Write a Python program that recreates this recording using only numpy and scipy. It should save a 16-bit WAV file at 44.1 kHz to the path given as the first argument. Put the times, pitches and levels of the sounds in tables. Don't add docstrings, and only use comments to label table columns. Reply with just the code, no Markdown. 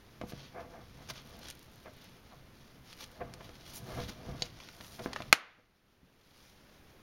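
import sys
import numpy as np
from scipy import signal
from scipy.fft import rfft, irfft, next_fast_len
from scipy.io import wavfile

SR = 44100
rng = np.random.default_rng(int(sys.argv[2]) if len(sys.argv) > 2 else 0)


def unload_audio(sound):
    columns = np.transpose(np.atleast_2d(sound))
    steps = np.round(np.clip(columns, -1, 1) * 32767)
    wavfile.write(sys.argv[1], SR, steps.astype(np.int16))


N = 309571
TIME = np.arange(N) / SR

# (frequency [Hz], level [dB])
HISS_SPECTRUM = [(20, 3), (130, 1.5), (250, -2), (500, -5.5), (900, -11), (1400, -10.5), (2200, -13.5),
                 (3200, -17.5), (5000, -21.5), (7000, -25), (9000, -27), (11000, -25), (16000, -27.5)]
SKIN_SPECTRUM = [(200, 1), (700, 1.5), (1500, 1), (2500, 1.5), (3400, 4.5), (4600, 1), (5400, 0),
                 (6300, -2.5), (7500, -17.5), (10000, -22.5), (16000, -35)]
AIR_SPECTRUM = [(2000, -39.5), (6000, -7), (8500, -7.5), (11500, -7), (14000, -11.5), (16000, -9.5)]
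# (time [s], level [dB])
GRIP_RUMBLE = [(0.0, -71), (0.19, -68), (0.22, -52), (0.49, -58.5), (1.52, -55.5), (1.55, -62.5),
               (3.16, -63.5), (3.2, -50.5), (3.66, -62), (4.0, -41.5), (4.22, -59), (4.31, -46),
               (4.63, -64), (5.09, -58), (5.15, -58), (5.3, -50)]
# (time [s], relative level [dB])
HOLD_EFFORT = [(0.0, -70.5), (0.46, -64.5), (0.78, -64.5), (1.36, -62.5), (2.63, -71.5), (4.0, -57),
               (4.37, -62.5), (5.18, -62.5), (5.3, -62)]
# (frequency [Hz], width [Hz], gain [dB])
WALLET_MODES = [(34.95, 86, -7.5), (69, 12, 0.5), (119, 17, 4), (133.2, 13, 4), (178, 25, 2.5),
                (221, 16, 7.5), (259, 47.6, 4), (343, 190, -3.5), (843, 20, -9.5), (1017, 82, -7.5),
                (1137, 33, -5.5), (1550, 70, -15.5), (1580, 130, -16), (2040, 94, -7), (2250, 86, -21)]
# (frequency [Hz], width [Hz], gain [dB])
POCKET_MODES = [(484, 20, 6), (615, 26, 3), (672, 24, 3)]
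# (time [s], peak level [dB], contact brightness [Hz])
FINGER_TAPS = [(.2140, -25, 2420), (0.2372, -28, 600), (.3220, -32.5, 2500), (.334, -33, 300),
               (1.859, -38, 2200), (3.492, -40.5, 2484), (4.286, -33.5, 500), (4.297, -37, 200),
               (4.4212, -30.5, 895), (4.805, -38.5, 1990), (5.008, -36, 155.7), (5.06, -20, 1690),
               (5.204, -26, 1996), (6.031, -43.5, 149)]
# (time [s], peak level [dB], pitch [Hz])
SEAM_TICKS = [(.2140, -34.5, 3100), (.324, -41, 3440), (1.0984, -41, 5000), (1.1042, -39, 4530),
              (1.4321, -37.5, 4500), (1.485, -29.5, 6070), (1.502, -26, 7800), (1.509, -31, 7600),
              (2.929, -34, 4380), (3.041, -31, 5300), (3.3385, -29.5, 5940), (3.408, -42, 1570),
              (3.4928, -38.5, 3500), (4.4553, -37, 5000), (4.602, -36.5, 2864), (4.688, -32.5, 3500),
              (4.809, -35.5, 2547), (4.846, -37.5, 4075), (4.9935, -33, 2205), (5.132, -25.5, 3320),
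              (5.1615, -23.5, 1857), (5.221, -29.5, 2770)]
# (peak time [s], level [dB], length [s], air relative to level [dB])
SKIN_STROKES = [(.300, -54.5, 0.032, -1.5), (0.433, -53.5, 0.1, -26), (1.104, -39.5, 0.017, -10),
                (1.182, -50, 0.046, -29), (1.481, -50, .07, -18), (2.049, -57, 0.091, -20),
                (2.912, -56, 0.067, -11), (3.021, -46.5, 0.047, -7.5), (3.698, -58, 0.032, 2),
                (3.771, -54, 0.034, 11.5), (3.966, -60.5, 0.23, 1), (4.035, -47.5, 0.048, -20),
                (4.095, -42, 0.015, -11), (4.451, -52, 0.066, -14), (4.65, -54.5, 0.1, -16),
                (4.92, -62, 0.21, 4), (5.051, -53, .04, -4.5), (5.176, -55, 0.085, -13),
                (6.425, -60.5, 0.23, -5)]
# (peak time [s], level [dB],
# length [s], low cut [Hz])
DRAGS = [(0.577, -45, 0.052, 316), (0.643, -57, 0.054, 248), (0.754, -53, 0.07, 254),
         (1.01, -58.5, 0.05, 300), (1.103, -49.5, 0.022, 655), (1.375, -61, 0.11, 120),
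         (1.868, -49, 0.024, 343), (2.326, -54, 0.02, 487), (3.215, -38, 0.016, 380),
         (3.235, -56.5, 0.19, 250), (3.41, -50, 0.01, 200), (3.917, -47.5, 0.094, 230),
         (3.989, -41, 0.027, 110), (4.094, -54.5, 0.04, 120), (4.316, -54, .15, 95),
         (5.0, -45, 0.021, 244), (5.087, -51, 0.084, 120), (5.587, -48.5, 0.015, 100)]
# (peak time [s], level [dB], length [s])
LEATHER_BENDS = [(1.485, -46, 0.48), (2.002, -50.5, 0.24), (3.006, -48.5, 0.24), (4.03, -60, .4),
                 (4.845, -49, 0.29)]
# (time [s], peak level [dB])
INNER_CLICKS = [(4.4220, -14), (4.4248, -16.5)]
# (time [s], peak level [dB])
TAB_SNAP = [(5.3275, 15), (5.3328, -15)]
# (frequency [Hz], width [Hz], gain [dB])
INNER_STUD_MODES = [(2320, 300, -10), (3080, 180, -5), (3510, 190, 0), (3800, 92, 4), (4050, 140, 8),
                    (4490, 100, 15.5), (5100, 220, 5), (5960, 110, -4), (6550, 180, 7), (6750, 97, -16),
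                    (9300, 120, -41), (11400, 2500, -36)]
TAB_STUD_MODES = [(301.4, 51, -4), (695, 100, -15.5), (875, 72, -3.5), (1316, 99, 3.5), (1550, 120, 2),
                  (2154, 170, 6.5), (2447, 130, 3), (2900, 34, -2.5), (3397, 250, -4.5), (4226, 240, -1.5),
                  (4900, 110, -15.5), (5807, 270, -7), (6340, 680, -11), (6640, 300, -16.5),
                  (9030, 250, -14), (10100, 250, -17), (11280, 300, -17), (13400, 650, -18.5)]
# (delay [s], level [dB])
NEAR_ECHOES = [(.0009, -26.5), (.0021, -22), (.0034, -13.5), (.0055, -17)]


def from_db(db):
    return 10 ** (np.asarray(db) / 20)


def rms_one(x):
    return x / np.sqrt(np.mean(x ** 2) + 1e-20)


def peak_one(x):
    return x / np.max(np.abs(x))


def butter(x, hz, kind, order=2):
    sections = signal.butter(order, np.clip(hz, 10, .45 * SR), kind, fs=SR, output="sos")
    return signal.sosfilt(sections, x)


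def coloured(x, spectrum):
    hz, db = np.transpose(spectrum)
    size = next_fast_len(len(x))
    bins_hz = np.maximum(np.fft.rfftfreq(size, 1 / SR), 1)
    gain = from_db(np.interp(np.log(bins_hz), np.log(hz), db))
    return rms_one(irfft(rfft(x, size) * gain, size)[:len(x)])


def resonate(x, modes):
    out = 0
    for hz, width, db in modes:
        r = np.exp(-np.pi * width / SR)
        feedback = [1, -2 * r * np.cos(2 * np.pi * hz / SR), r * r]
        out = out + from_db(db) * (1 - r * r) / 2 * signal.lfilter([1, 0, -1], feedback, x)
    return out


def add(track, s, sound):
    start = int(s * SR)
    track[start:start + len(sound)] += sound[:N - start]


def impulse(size=8192):
    return np.r_[1.0, np.zeros(size - 1)]


def wander(per_s):
    steps = rng.standard_normal(1024)
    return np.interp(TIME * per_s, np.arange(len(steps)), steps)


def swell(s, db, length, rise_share):
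    from_peak = (TIME - s) / (length * np.where(TIME < s, rise_share, 1 - rise_share))
    return from_db(db) ** 2 * np.exp(-np.minimum(from_peak ** 2, 60))


def slips(per_s, spread_db):
    sizes = from_db(spread_db * np.minimum(rng.exponential(1, N), 4)) * rng.choice([-1, 1], N)
    return sizes * (rng.random(N) < per_s / SR)


def contact(t60_s, scatter, size=8192):
    push = scatter * rng.standard_normal(size) * from_db(-60 * TIME[:size] / t60_s)
    push[0] += 1
    return push


def hiss(level_db=-60):
    return from_db(level_db) * coloured(rng.standard_normal(N), HISS_SPECTRUM)


def gripping(trim_db=.5, let_go_db_per_s=249):
    s, db = np.transpose(GRIP_RUMBLE)
    shifts = butter(slips(per_s=1600, spread_db=2.5), 110, "low")
    rumble = rms_one(resonate(shifts, WALLET_MODES))
    relaxed_db = let_go_db_per_s * np.maximum(TIME - s[-1], 0)
    return from_db(trim_db + np.interp(TIME, s, db) - relaxed_db) * rumble


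def holding(level_db, rest_db, swing=1.1, uneven_db=3):
    s, db = np.transpose(HOLD_EFFORT)
    effort_db = np.interp(TIME, s, swing * (db - db.mean()), right=rest_db)
    return from_db(level_db + effort_db + uneven_db * wander(per_s=18))


def tapping():
    out = np.zeros(N)
    for s, db, bright_hz in FINGER_TAPS:
        push = butter(contact(t60_s=.06, scatter=.057), bright_hz, "low")
        add(out, s, from_db(db) * peak_one(resonate(push, WALLET_MODES + POCKET_MODES)))
    return out


def ticking():
    out = np.zeros(N)
    for s, db, hz in SEAM_TICKS:
        push = contact(t60_s=.02 * (hz / 4000) ** -.5, scatter=.14)
        tick = butter(push, [hz / 4.1, hz * 1.39], "band")
        add(out, s, from_db(db) * peak_one(tick))
    return out


def sliding(rasp_hz=4550, rasp_wander=.15):
    power = holding(level_db=-63, rest_db=-5.5) ** 2
    air_power = power * from_db(-10) ** 2
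    for s, db, length, air_db in SKIN_STROKES:
        stroke = swell(s, db, length, rise_share=.59)
        power += stroke
        air_power += stroke * from_db(air_db) ** 2
    clumps = from_db(1.9 * rms_one(butter(rng.standard_normal(N), 120, "low")))
    grain = slips(per_s=5600, spread_db=1) * clumps
    rasp_cycles = np.cumsum(rasp_hz * (1 + rasp_wander * wander(per_s=6))) / SR
    rasp = rms_one(butter(grain, 580, "low") * np.cos(2 * np.pi * rasp_cycles))
    friction = from_db(-2.5) * coloured(grain, SKIN_SPECTRUM) + from_db(-12.5) * rasp
    air = from_db(-2.55) * coloured(grain, AIR_SPECTRUM)
    return np.sqrt(power) * friction + np.sqrt(air_power) * air


def dragging(hollow_db=3, flap_down_s=3.8):
    body = resonate(impulse(), WALLET_MODES)
    pocket = resonate(impulse(), POCKET_MODES)
    shut = butter(body + pocket, 2000, "low", order=4)
    hollow = butter(body + from_db(hollow_db) * pocket, 2000, "low", order=4)
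    grain = rms_one(slips(per_s=4000, spread_db=-1))
    hand_rub = rms_one(butter(signal.fftconvolve(grain, shut)[:N], 180, "high"))
    out = holding(level_db=-69, rest_db=-12) * hand_rub
    for s, db, length, low_cut_hz in DRAGS:
        during = slice(max(int((s - 2 * length) * SR), 0), int((s + 2 * length) * SR))
        ring = butter(hollow if s < flap_down_s else shut, low_cut_hz, "high", order=3)
        stroke = np.sqrt(swell(s, db, length, rise_share=.43)) * grain
        add(out, during.start / SR, signal.fftconvolve(stroke[during], ring / np.linalg.norm(ring)))
    return out


def creaking():
    power = sum(swell(s, db, length, rise_share=.56) for s, db, length in LEATHER_BENDS)
    crackles = slips(per_s=53, spread_db=3) * np.sqrt(power)
    click = peak_one(butter(impulse(), [2800, 15000], "band"))
    return signal.fftconvolve(crackles, click)[:N]


def press_stud(hits, modes, scatter, hardness_hz):
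    out = np.zeros(N)
    for s, db in hits:
        push = butter(contact(t60_s=.027, scatter=scatter), hardness_hz, "low")
        add(out, s, from_db(db) * peak_one(resonate(push, modes)))
    return out


def stud_crack(boost_db=4):
    out = np.zeros(N)
    s, db = TAB_SNAP[0]
    push = butter(impulse(), 3100, "low", order=1)
    crack = butter(push, 600, "high", order=1)
    add(out, s, from_db(db + boost_db) * peak_one(crack))
    return out


def reflected(x):
    out = x.copy()
    for delay_s, db in NEAR_ECHOES:
        add(out, delay_s, from_db(db) * x)
    return out


def room(x, near_t60_s=.16, far_t60_s=.52, size=32768):
    t = TIME[:size]
    near_decay = from_db(-60 * t / near_t60_s) * (t > .003)
    far_decay = from_db(-60 * t / far_t60_s) * (t > .012)
    near = butter(rng.standard_normal(size), 9000, "low", order=1) * near_decay
    far = butter(butter(rng.standard_normal(size), 2000, "low"), 1150, "high") * far_decay
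    boom = butter(rng.standard_normal(size), [100, 650], "band") * far_decay
    echoes = from_db(-19) * rms_one(near) + from_db(-24.5) * rms_one(far) + from_db(-33) * rms_one(boom)
    return signal.fftconvolve(x, echoes / np.sqrt(size))[:N]


def scene():
    leather = reflected(sliding() + ticking() + creaking()) + dragging() + tapping() + gripping()
    handling = leather + press_stud(INNER_CLICKS, INNER_STUD_MODES, scatter=.025, hardness_hz=6100)
    snap = press_stud(TAB_SNAP, TAB_STUD_MODES, scatter=.015, hardness_hz=10500)
    into_room = handling + from_db(-14.5) * snap + stud_crack()
    return (handling + snap + room(into_room) + hiss())[None]


def gain_control(x, threshold_db=-11.5, depth_db=15.5, release_db_per_s=11, attack_s=.0099):
    over = np.clip(np.abs(x) / from_db(threshold_db) - 1, 0, 1)
    recovery_db = release_db_per_s * TIME
    cut_db = np.maximum.accumulate(depth_db * over + recovery_db, axis=-1) - recovery_db
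    lag = np.exp(-1 / (attack_s * SR))
    return x * from_db(-signal.lfilter([1 - lag], [1, -lag], cut_db))


def record(dry, notch_hz=7880, notch_width_hz=1700, ceiling=.62, cutoff_hz=16900):
    notched = signal.lfilter(*signal.iirnotch(notch_hz, notch_hz / notch_width_hz, fs=SR), dry)
    ducked = gain_control(notched)
    flattened = ducked / (1 + (ducked / ceiling) ** 4) ** (1 / 4)
    return signal.sosfilt(signal.cheby2(14, 70, cutoff_hz, fs=SR, output="sos"), flattened)


dry = scene()
out = record(dry)
unload_audio(out)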